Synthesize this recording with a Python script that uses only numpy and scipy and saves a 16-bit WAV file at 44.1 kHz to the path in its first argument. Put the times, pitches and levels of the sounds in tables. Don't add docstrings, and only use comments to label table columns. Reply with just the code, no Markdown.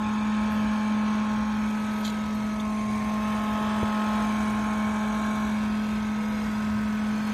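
import sys
import numpy as np
from scipy import signal
from scipy.fft import rfft, irfft, next_fast_len
from scipy.io import wavfile
from scipy.ndimage import uniform_filter1d, map_coordinates

SR = 44100
rng = np.random.default_rng(int(sys.argv[2]) if len(sys.argv) > 2 else 0)


def volts(x):
    e = np.asarray(x, float) / 20
    return 10 ** e


def digitize_waveform(pressure):
    field = np.atleast_2d(pressure).T
    bounded = np.clip(field, -1, 1)
    quanta = np.round(bounded * 32767).astype(np.int16)
    wavfile.write(sys.argv[1], SR, quanta)


N = 323253
TICKS = np.arange(0, N + 32, 32)
KNOCK_HZ, SHAFT_HZ, MAINS_HZ = 213.1, 43.3, 99.9

# from_s, to_s
PLACES = [(0, 1.48), (1.78, 2.2), (2.66, 2.9), (3.55, 4.05), (4.4, 5.4), (5.7, 7.33)]
# time_s, hum_db, rush_db
WANDER = [(0, -28, -41.5), (.35, -25.5, -40), (1.24, -26, -40.5), (1.67, -27, -41.5), (2.18, -29, -42.5),
          (2.7, -28.5, -44.5), (3.0, -28, -42.5), (3.37, -28, -40), (3.75, -27.5, -39), (4.3, -26.5, -38.5),
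          (4.82, -26.7, -40), (5.35, -27.2, -40), (5.65, -26.8, -41.5), (6.15, -28.5, -43),
          (6.45, -28, -41), (6.8, -26.5, -42.5), (7.25, -27.5, -41.5), (7.33, -30, -40)]
# overtone2_db, overtone3_db, overtone4_db, overtone5_db, overtone6_db
OVERTONES = [(-57.5, -48.5, -43, -40.5, -46), (-55.5, -49, -48, -54, -43), (-52, -46.5, -43, -37, -45.5),
             (-50.5, -43.5, -37.5, -37.5, -40), (-52.5, -45, -43.5, -37.5, -46),
             (-54.5, -53, -54, -49.5, -45.5)]
# time_s, overtone_number, half_length_s, level_db
NODES = [(0, 3, .2, -23), (1.61, 3, 0.15, -17), (2.44, 5, 0.18, -15), (2.722, 4, 0.46, -8),
         (2.95, 6, 0.15, -36), (5.518, 6, .08, -9), (5.653, 4, 0.16, -8), (6.85, 4, .2, -8),
         (7.2, 5, 0.25, -17)]
# knock_multiple, mains_multiple, shaft_multiple, level_db
SIDE_LINES = [(1, 0, -1, -56), (1, 0, 1, -51), (3, 0, 1, -54), (3, 1, 0, -58), (4, 0, -1, -56),
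              (4, 0, 1, -55), (5, -1, -1, -58), (4, 1, 0, -54), (5, -1, 0, -53), (5, 0, -1, -55),
              (5, 0, 1, -54), (6, -1, -1, -57), (5, 1, 0, -60), (6, -1, 0, -62), (6, 0, 1, -62),
              (6, 1, 0, -59), (7, -1, 1, -60), (7, 0, -1, -55), (7, 0, 0, -54), (7, 0, 1, -57),
              (8, -1, -1, -57), (7, 1, 0, -59), (8, 0, -1, -61), (8, 0, 0, -55), (8, 0, 1, -63),
              (8, 1, 0, -61), (9, 1, 0, -65), (10, 1, 0, -60), (11, 1, 0, -63), (12, 0, 0, -58)]
BEATS = [(0, 0, .6), (1, 0, 1.6), (0, 1, 1.1), (1, -1, 1.2), (1, 1, .9)]
# pitch_hz, depth_db
RIDGES = [(1200, 1.2), (2200, 2.6), (6000, 3)]
# pitch_hz, level_db (per Hz)
CABINET = [(190, 0.5), (240, 0.5), (380, -8), (1000, -6), (3000, -14.5), (4500, -21), (7000, -25.5),
           (14200, -40)]
# pitch_hz, width_hz, level_db
GRILLE = [(2900, 120, -5.5), (4994, 270, -4.5), (6420, 300, 4), (9360, 240, 4.5), (10330, 250, -8),
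          (11970, 310, 7.5)]
# pitch_hz, width_octaves
PANELS = [(800, 0.45), (1600, .3), (3100, 0.37), (6500, 0.63), (14000, 0.74)]
# panel1_db, panel2_db, panel3_db, panel4_db, panel5_db
FACING = [(3, 1.5, 0.5, -.5, -3.5), (-3, -2, -0.5, 0, -1), (-1, -5.5, -1.5, 1, 1), (-1.5, 2, 4, 1.5, 2),
          (2, 4.5, -2.5, 1.5, 3.5), (-2.5, -4.5, 0, -1.5, 2)]
# pitch_hz, width_hz, level_db
STANDING = [
    [(730, 69, -8.5), (2030, 200, -5), (2283, 160, 5.5)],
    [(1074, 150, 6.5), (1200, 170, -7.5), (1530, 78, 6), (1840, 230, -2.5), (2220, 73, 4)],
    [(1980, 77, -3), (2210, 250, 3.5), (2860, 100, 2)],
    [(610, 130, 5), (1030, 200, 5.5), (1850, 49, 6), (2630, 58, 4)],
    [(1900, 220, -5.5), (2290, 120, 7), (2900, 85, 4.5), (3680, 560, 3)],
    [(1095, 360, 2), (1230, 87, -5.5), (1540, 75, 8.5), (2165, 52, 3.5), (2720, 31, 2)],
]
# pitch_hz, width_hz, level_db
GLANCING = [
    [(7400, 150, -9), (8330, 270, -1.5), (11850, 180, -3)],
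    [(5000, 180, 1), (7500, 170, -7), (11300, 500, 3), (14100, 160, 6)],
    [(5130, 150, -2), (7340, 350, -3), (10910, 270, 5.5), (13800, 350, -4)],
    [(4300, 350, -2), (5070, 220, 3), (7300, 610, -3), (7700, 130, 4), (13000, 180, 4), (13700, 230, -10)],
    [(4430, 250, -4.5), (5230, 170, -5.5), (7130, 220, -4), (7980, 170, 3.5), (9000, 120, -2),
     (10340, 130, 10.5), (10500, 130, -5), (12200, 200, -6), (13800, 350, -7)],
    [(5040, 180, 4.5), (11900, 250, -3.5)],
]
# pitch_hz, level_db (per Hz)
RUMBLE = [(22, -36), (31, -21.5), (45, -5), (60, 1), (90, -2), (140, -5), (190, -7), (215, -66.5)]
RUMBLE_DB = [-42.5, -44, -42.5, -42.5, -42.5, -41]
# start_s, peak_db, best_rung_hz, spread_octaves
CLINKS = [(2.042, -38, 4000, 1.2), (2.0485, -24.5, 3800, 1.2), (2.053, -30, 8000, 1.5),
          (2.057, -26, 4200, 0.87), (2.065, -30, 3700, 1), (2.077, -30, 3900, 1.1),
          (2.081, -34, 6500, 0.66), (2.088, -36, 4000, 0.84), (2.099, -34.5, 6000, 1.1),
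          (2.36, -38, 12500, 0.41), (2.598, -20.5, 3550, 0.092), (2.602, -35, 7000, 0.64),
          (5.799, -42, 3250, .15)]
# pitch_hz, level_db, fade_60db_s
METAL = [(3250, -2.5, 0.048), (3550, -8, 0.047), (4030, 1.5, 0.031), (4620, -5, 0.035), (6000, -9, 0.033),
         (6850, -2.5, 0.039), (10700, -12, 0.028), (12500, -8, 0.017)]
# start_s, level_db, rise_s, fade_60db_s
SCUFFS = [
    (0.514, -48.5, .01, .28),
    (1.86, -56, .15, .35),
    (2.049, -53, .003, .3),
    (2.345, -53.5, .008, .12),
    (2.597, -56, .002, .08),
    (7.2, -56, .08, .3),
]
# pitch_hz, level_db (per Hz)
SCUFF_COLOUR = [(2000, -30), (4000, -8), (8000, -5), (10500, 1), (12000, 6), (14000, 3)]
# start_s, peak_db, swing_pitch_hz
BUMPS = [
    (3.612, -26, 150),
    (3.8302, -13.5, 95),
]
# time_s, pitch_hz, level_db
FAR_MOAN = [(6.1, 430, -75), (6.16, 470, -48), (6.33, 515, -46), (6.47, 445, -47), (6.55, 410, -75)]
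# pitch_hz, step_db
COARSE = [(1500, -30), (2600, -3), (4000, 2), (6000, 4), (9000, 6), (12000, 7), (14000, 10)]


def motor():
    t = np.arange(N) / SR
    turn = 2 * np.pi * np.cumsum(smooth(KNOCK_HZ + 0.15 * wobble(4))) / SR
    shaft = turn * SHAFT_HZ / KNOCK_HZ
    mains = 2 * np.pi * MAINS_HZ * t
    hum = swell(curves(WANDER)[0] + 0.48 * wobble(14)) * np.cos(turn)
    smear = 0.63
    whine = 0
    for k, levels in enumerate(np.transpose(OVERTONES), start=2):
        silent_db = 0
        for s, order, half_s, db in NODES:
            if round(order) == k:
                silent_db = silent_db + db * np.exp(-((TICKS / SR - s) / half_s) ** 2)
        level = swell(by_place(levels) + silent_db + 0.9 * wobble(5))
        whine = whine + level * np.cos(k * turn + smear * k * k)
    side = 0
    for knock, main, rev, db in np.round(SIDE_LINES):
        hz = knock * KNOCK_HZ + main * MAINS_HZ + rev * SHAFT_HZ
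        colour = np.array([place_db(k, hz) for k in range(len(PLACES))])
        level = swell(db - 1 + by_place(colour - colour.mean()) + 2.5 * wobble(4))
        side = side + level * np.cos(knock * turn + main * mains + rev * shaft + 7 * rng.random())
    return np.sqrt(2) * (hum + whine + side), turn, shaft


def rush(turn, shaft):
    knocks = np.cos(turn) + 0.29 * np.cos(2 * turn) + 0.21 * np.cos(3 * turn)
    pulse = knocks + 0.55 * np.cos(shaft) * (1 + 0.92 * np.cos(turn))
    rattle = coloured((1 + 0.4 * pulse) * rng.standard_normal(N), lambda f: -40 * (f < 4800))
    air = coloured((1 + 0.055 * pulse) * rng.standard_normal(N), lambda f: -40 * (f >= 4800))
    buzz_db = -30.5
    source = ridged(air + rattle) + volts(buzz_db) * buzz(turn, shaft)
    band_hz = np.arange(1400, 5000, 10)
    out = np.zeros(N)
    for k in range(len(PLACES)):
        band = np.sqrt(np.sum(volts(place_db(k, band_hz)) ** 2) * 20 / SR)
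        nearness = smooth(by_place(np.arange(len(PLACES)) == k))
        out += nearness * coloured(source, lambda f: place_db(k, f)) / band
    return swell(curves(WANDER)[1] - 1.28 + 0.26 * wobble(9)) * out


def buzz(turn, shaft):
    scatter = 0.5
    mains = 2 * np.pi * MAINS_HZ * np.arange(N) / SR
    main, rev, depth = np.transpose(BEATS)
    angle = np.outer(main, mains) + np.outer(rev, shaft)
    swings = np.r_[np.cos(angle), np.sin(angle)]
    out = 0
    for k in range(8, 19):
        lag = 2 * np.pi * scatter * rng.random(len(BEATS)) * (main + rev ** 2 > 0)
        beating = np.r_[depth * np.cos(lag), depth * np.sin(lag)] @ swings
        out = out + swell(3 * wobble(3)) * np.cos(k * turn + 7 * rng.random()) * beating
    return out


def ridged(x):
    hz, _, z = signal.stft(x, SR, nperseg=2048)
    field = uniform_filter1d(rng.standard_normal(z.shape), size=4, axis=0)
    field = uniform_filter1d(field, size=24, axis=1)
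    gain = volts(along(RIDGES, hz)[:, None] * unit(field))
    return unit(signal.istft(z * gain, nperseg=2048)[1][:N])


def place_db(k, f):
    level = along(CABINET, f) - 25 * (f < 190)
    for (hz, octaves), db in zip(PANELS, FACING[k]):
        level = level + db * np.exp(-(np.log2((f + 1) / hz) / octaves) ** 2)
    for hz, width, db in GRILLE + STANDING[k] + GLANCING[k]:
        level = level + db * np.exp(-((f - hz) / width) ** 2)
    return level


def rumble():
    def colour(f):
        low_drone = 1.7 * np.exp(-((f - 64) / 5) ** 2)
        high_drone = 6.3 * np.exp(-((f - 118) / 5) ** 2)
        return along(RUMBLE, f) + low_drone + high_drone

    duck_s, duck_length_s, duck_db = 3.99, 0.065, -9
    duck = duck_db * np.exp(-((TICKS / SR - duck_s) / duck_length_s) ** 2)
    return swell(by_place(RUMBLE_DB) + 0.9 * wobble(3.1) + duck) * noise(colour)


def clinks():
    out, t = np.zeros(N + SR), np.arange(SR // 5) / SR
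    attack = 1 - np.exp(-t / 0.00054)
    for s, db, centre_hz, octaves in CLINKS:
        for hz, level, t60 in METAL:
            blur = 7 * rng.random() + np.cumsum(rng.standard_normal(len(t))) * 0.15 * hz / 4000
            off_pitch_db = -6 * (np.log2(hz / centre_hz) / octaves) ** 2
            strength = db - 4.5 + level + off_pitch_db + rng.normal(0, 1.4)
            ring = volts(strength - 60 * t / t60) * attack * np.sin(2 * np.pi * hz * t + blur)
            out[round(s * SR):][:len(t)] += ring
    return out[:N]


def scuffs():
    t = np.arange(N) / SR
    stroke = 0
    for s, db, rise, t60 in SCUFFS:
        fade = volts(db - 60 * np.clip(t - s - rise, 0, None) / t60)
        stroke = stroke + fade * np.clip((t - s) / rise, 0, 1)
    return stroke * swell(5.2 * wobble(190)) * noise(lambda f: along(SCUFF_COLOUR, f))


def bumps():
    out, t = np.zeros(N + SR), np.arange(SR // 10) / SR
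    knock = np.exp(-((t - 0.0015) / 0.0005) ** 2) - 0.5 * np.exp(-((t - 0.0004) / 0.0004) ** 2)
    for s, db, hz in BUMPS:
        swing = 0.4 * volts(-60 * t / 0.08) * np.sin(2 * np.pi * hz * t)
        out[round(s * SR):][:len(t)] += volts(db) * (0.75 * knock + swing)
    return coloured(out[:N], lambda f: along([(15, -30), (50, 0)], f))


def far_moan():
    hz, db = curves(FAR_MOAN)
    turn = 2 * np.pi * np.cumsum(smooth(hz + 8 * wobble(40))) / SR
    return swell(db + 3.3 * wobble(30)) * np.sin(turn)


def camera_rounding(x, size=1024):
    first = 283
    n, k = np.arange(2 * size), np.arange(size)
    window = np.sin(np.pi * (n + 0.5) / (2 * size))
    waves = np.cos(np.pi / size * np.outer(k + 0.5, n + (size + 1) / 2))
    basis = window * waves * np.sqrt(2 / size)
    halves = np.pad(x, (size - first, 2 * size - (N - first) % size)).reshape(-1, size)
    c = np.hstack([halves[:-1], halves[1:]]) @ basis.T
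    frame = np.abs(uniform_filter1d(c ** 2, size=70, axis=1))
    local = np.sqrt(np.minimum(1.1 * frame, np.abs(uniform_filter1d(frame, size=9, axis=0))))
    spare_db = -9 * (rng.random((len(c), 1)) < 0.12)
    choice = uniform_filter1d(rng.standard_normal((len(c), size // 16)), size=4, axis=0)
    choice_db = 2.5 * np.repeat(unit(choice), size // 64, axis=1)
    step = local * volts(along(COARSE, k * SR / 2 / size) + spare_db + choice_db) + 1e-9
    rounded = np.sign(c) * np.floor(np.abs(c) / step + 0.34) * step
    frames = rounded @ basis
    joined = np.r_[frames[0, :size], (frames[1:, :size] + frames[:-1, size:]).ravel()]
    return joined[size - first:][:N]


def unit(x):
    return x / np.sqrt(np.mean(x ** 2) + 1e-20)


def along(points, hz):
    f, v = np.transpose(points)
    return np.interp(np.log(hz + 1), np.log(f + 1), v)


def curves(rows):
    s, *cols = np.transpose(rows)
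    return [np.interp(TICKS / SR, s, c) for c in cols]


def by_place(values):
    return np.interp(TICKS / SR, np.ravel(PLACES), np.repeat(values, 2))


def wobble(rate):
    return map_coordinates(rng.standard_normal(int(N * rate / SR) + 4), [TICKS * rate / SR])


def smooth(values):
    return np.interp(np.arange(N), TICKS, values)


def swell(db):
    return smooth(volts(db))


def coloured(x, level_db):
    m = next_fast_len(N + 8192)
    return irfft(rfft(x, m) * volts(level_db(np.fft.rfftfreq(m, 1 / SR))), m)[:N]


def noise(level_db):
    return unit(coloured(rng.standard_normal(N), level_db))


def scene():
    tones, turn, shaft = motor()
    machine = tones + rush(turn, shaft) + rumble()
    return (machine + far_moan() + clinks() + scuffs() + bumps())[None]


def low_pass(x):
    return signal.sosfilt(signal.butter(12, 14210, fs=SR, output="sos"), x)


def record(dry):
    top_hz = 14150
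    mix = coloured(camera_rounding(dry[0]), lambda f: -np.clip(f - top_hz, 0, 80))[None]
    return low_pass(mix)


dry = scene()
out = record(dry)
digitize_waveform(out)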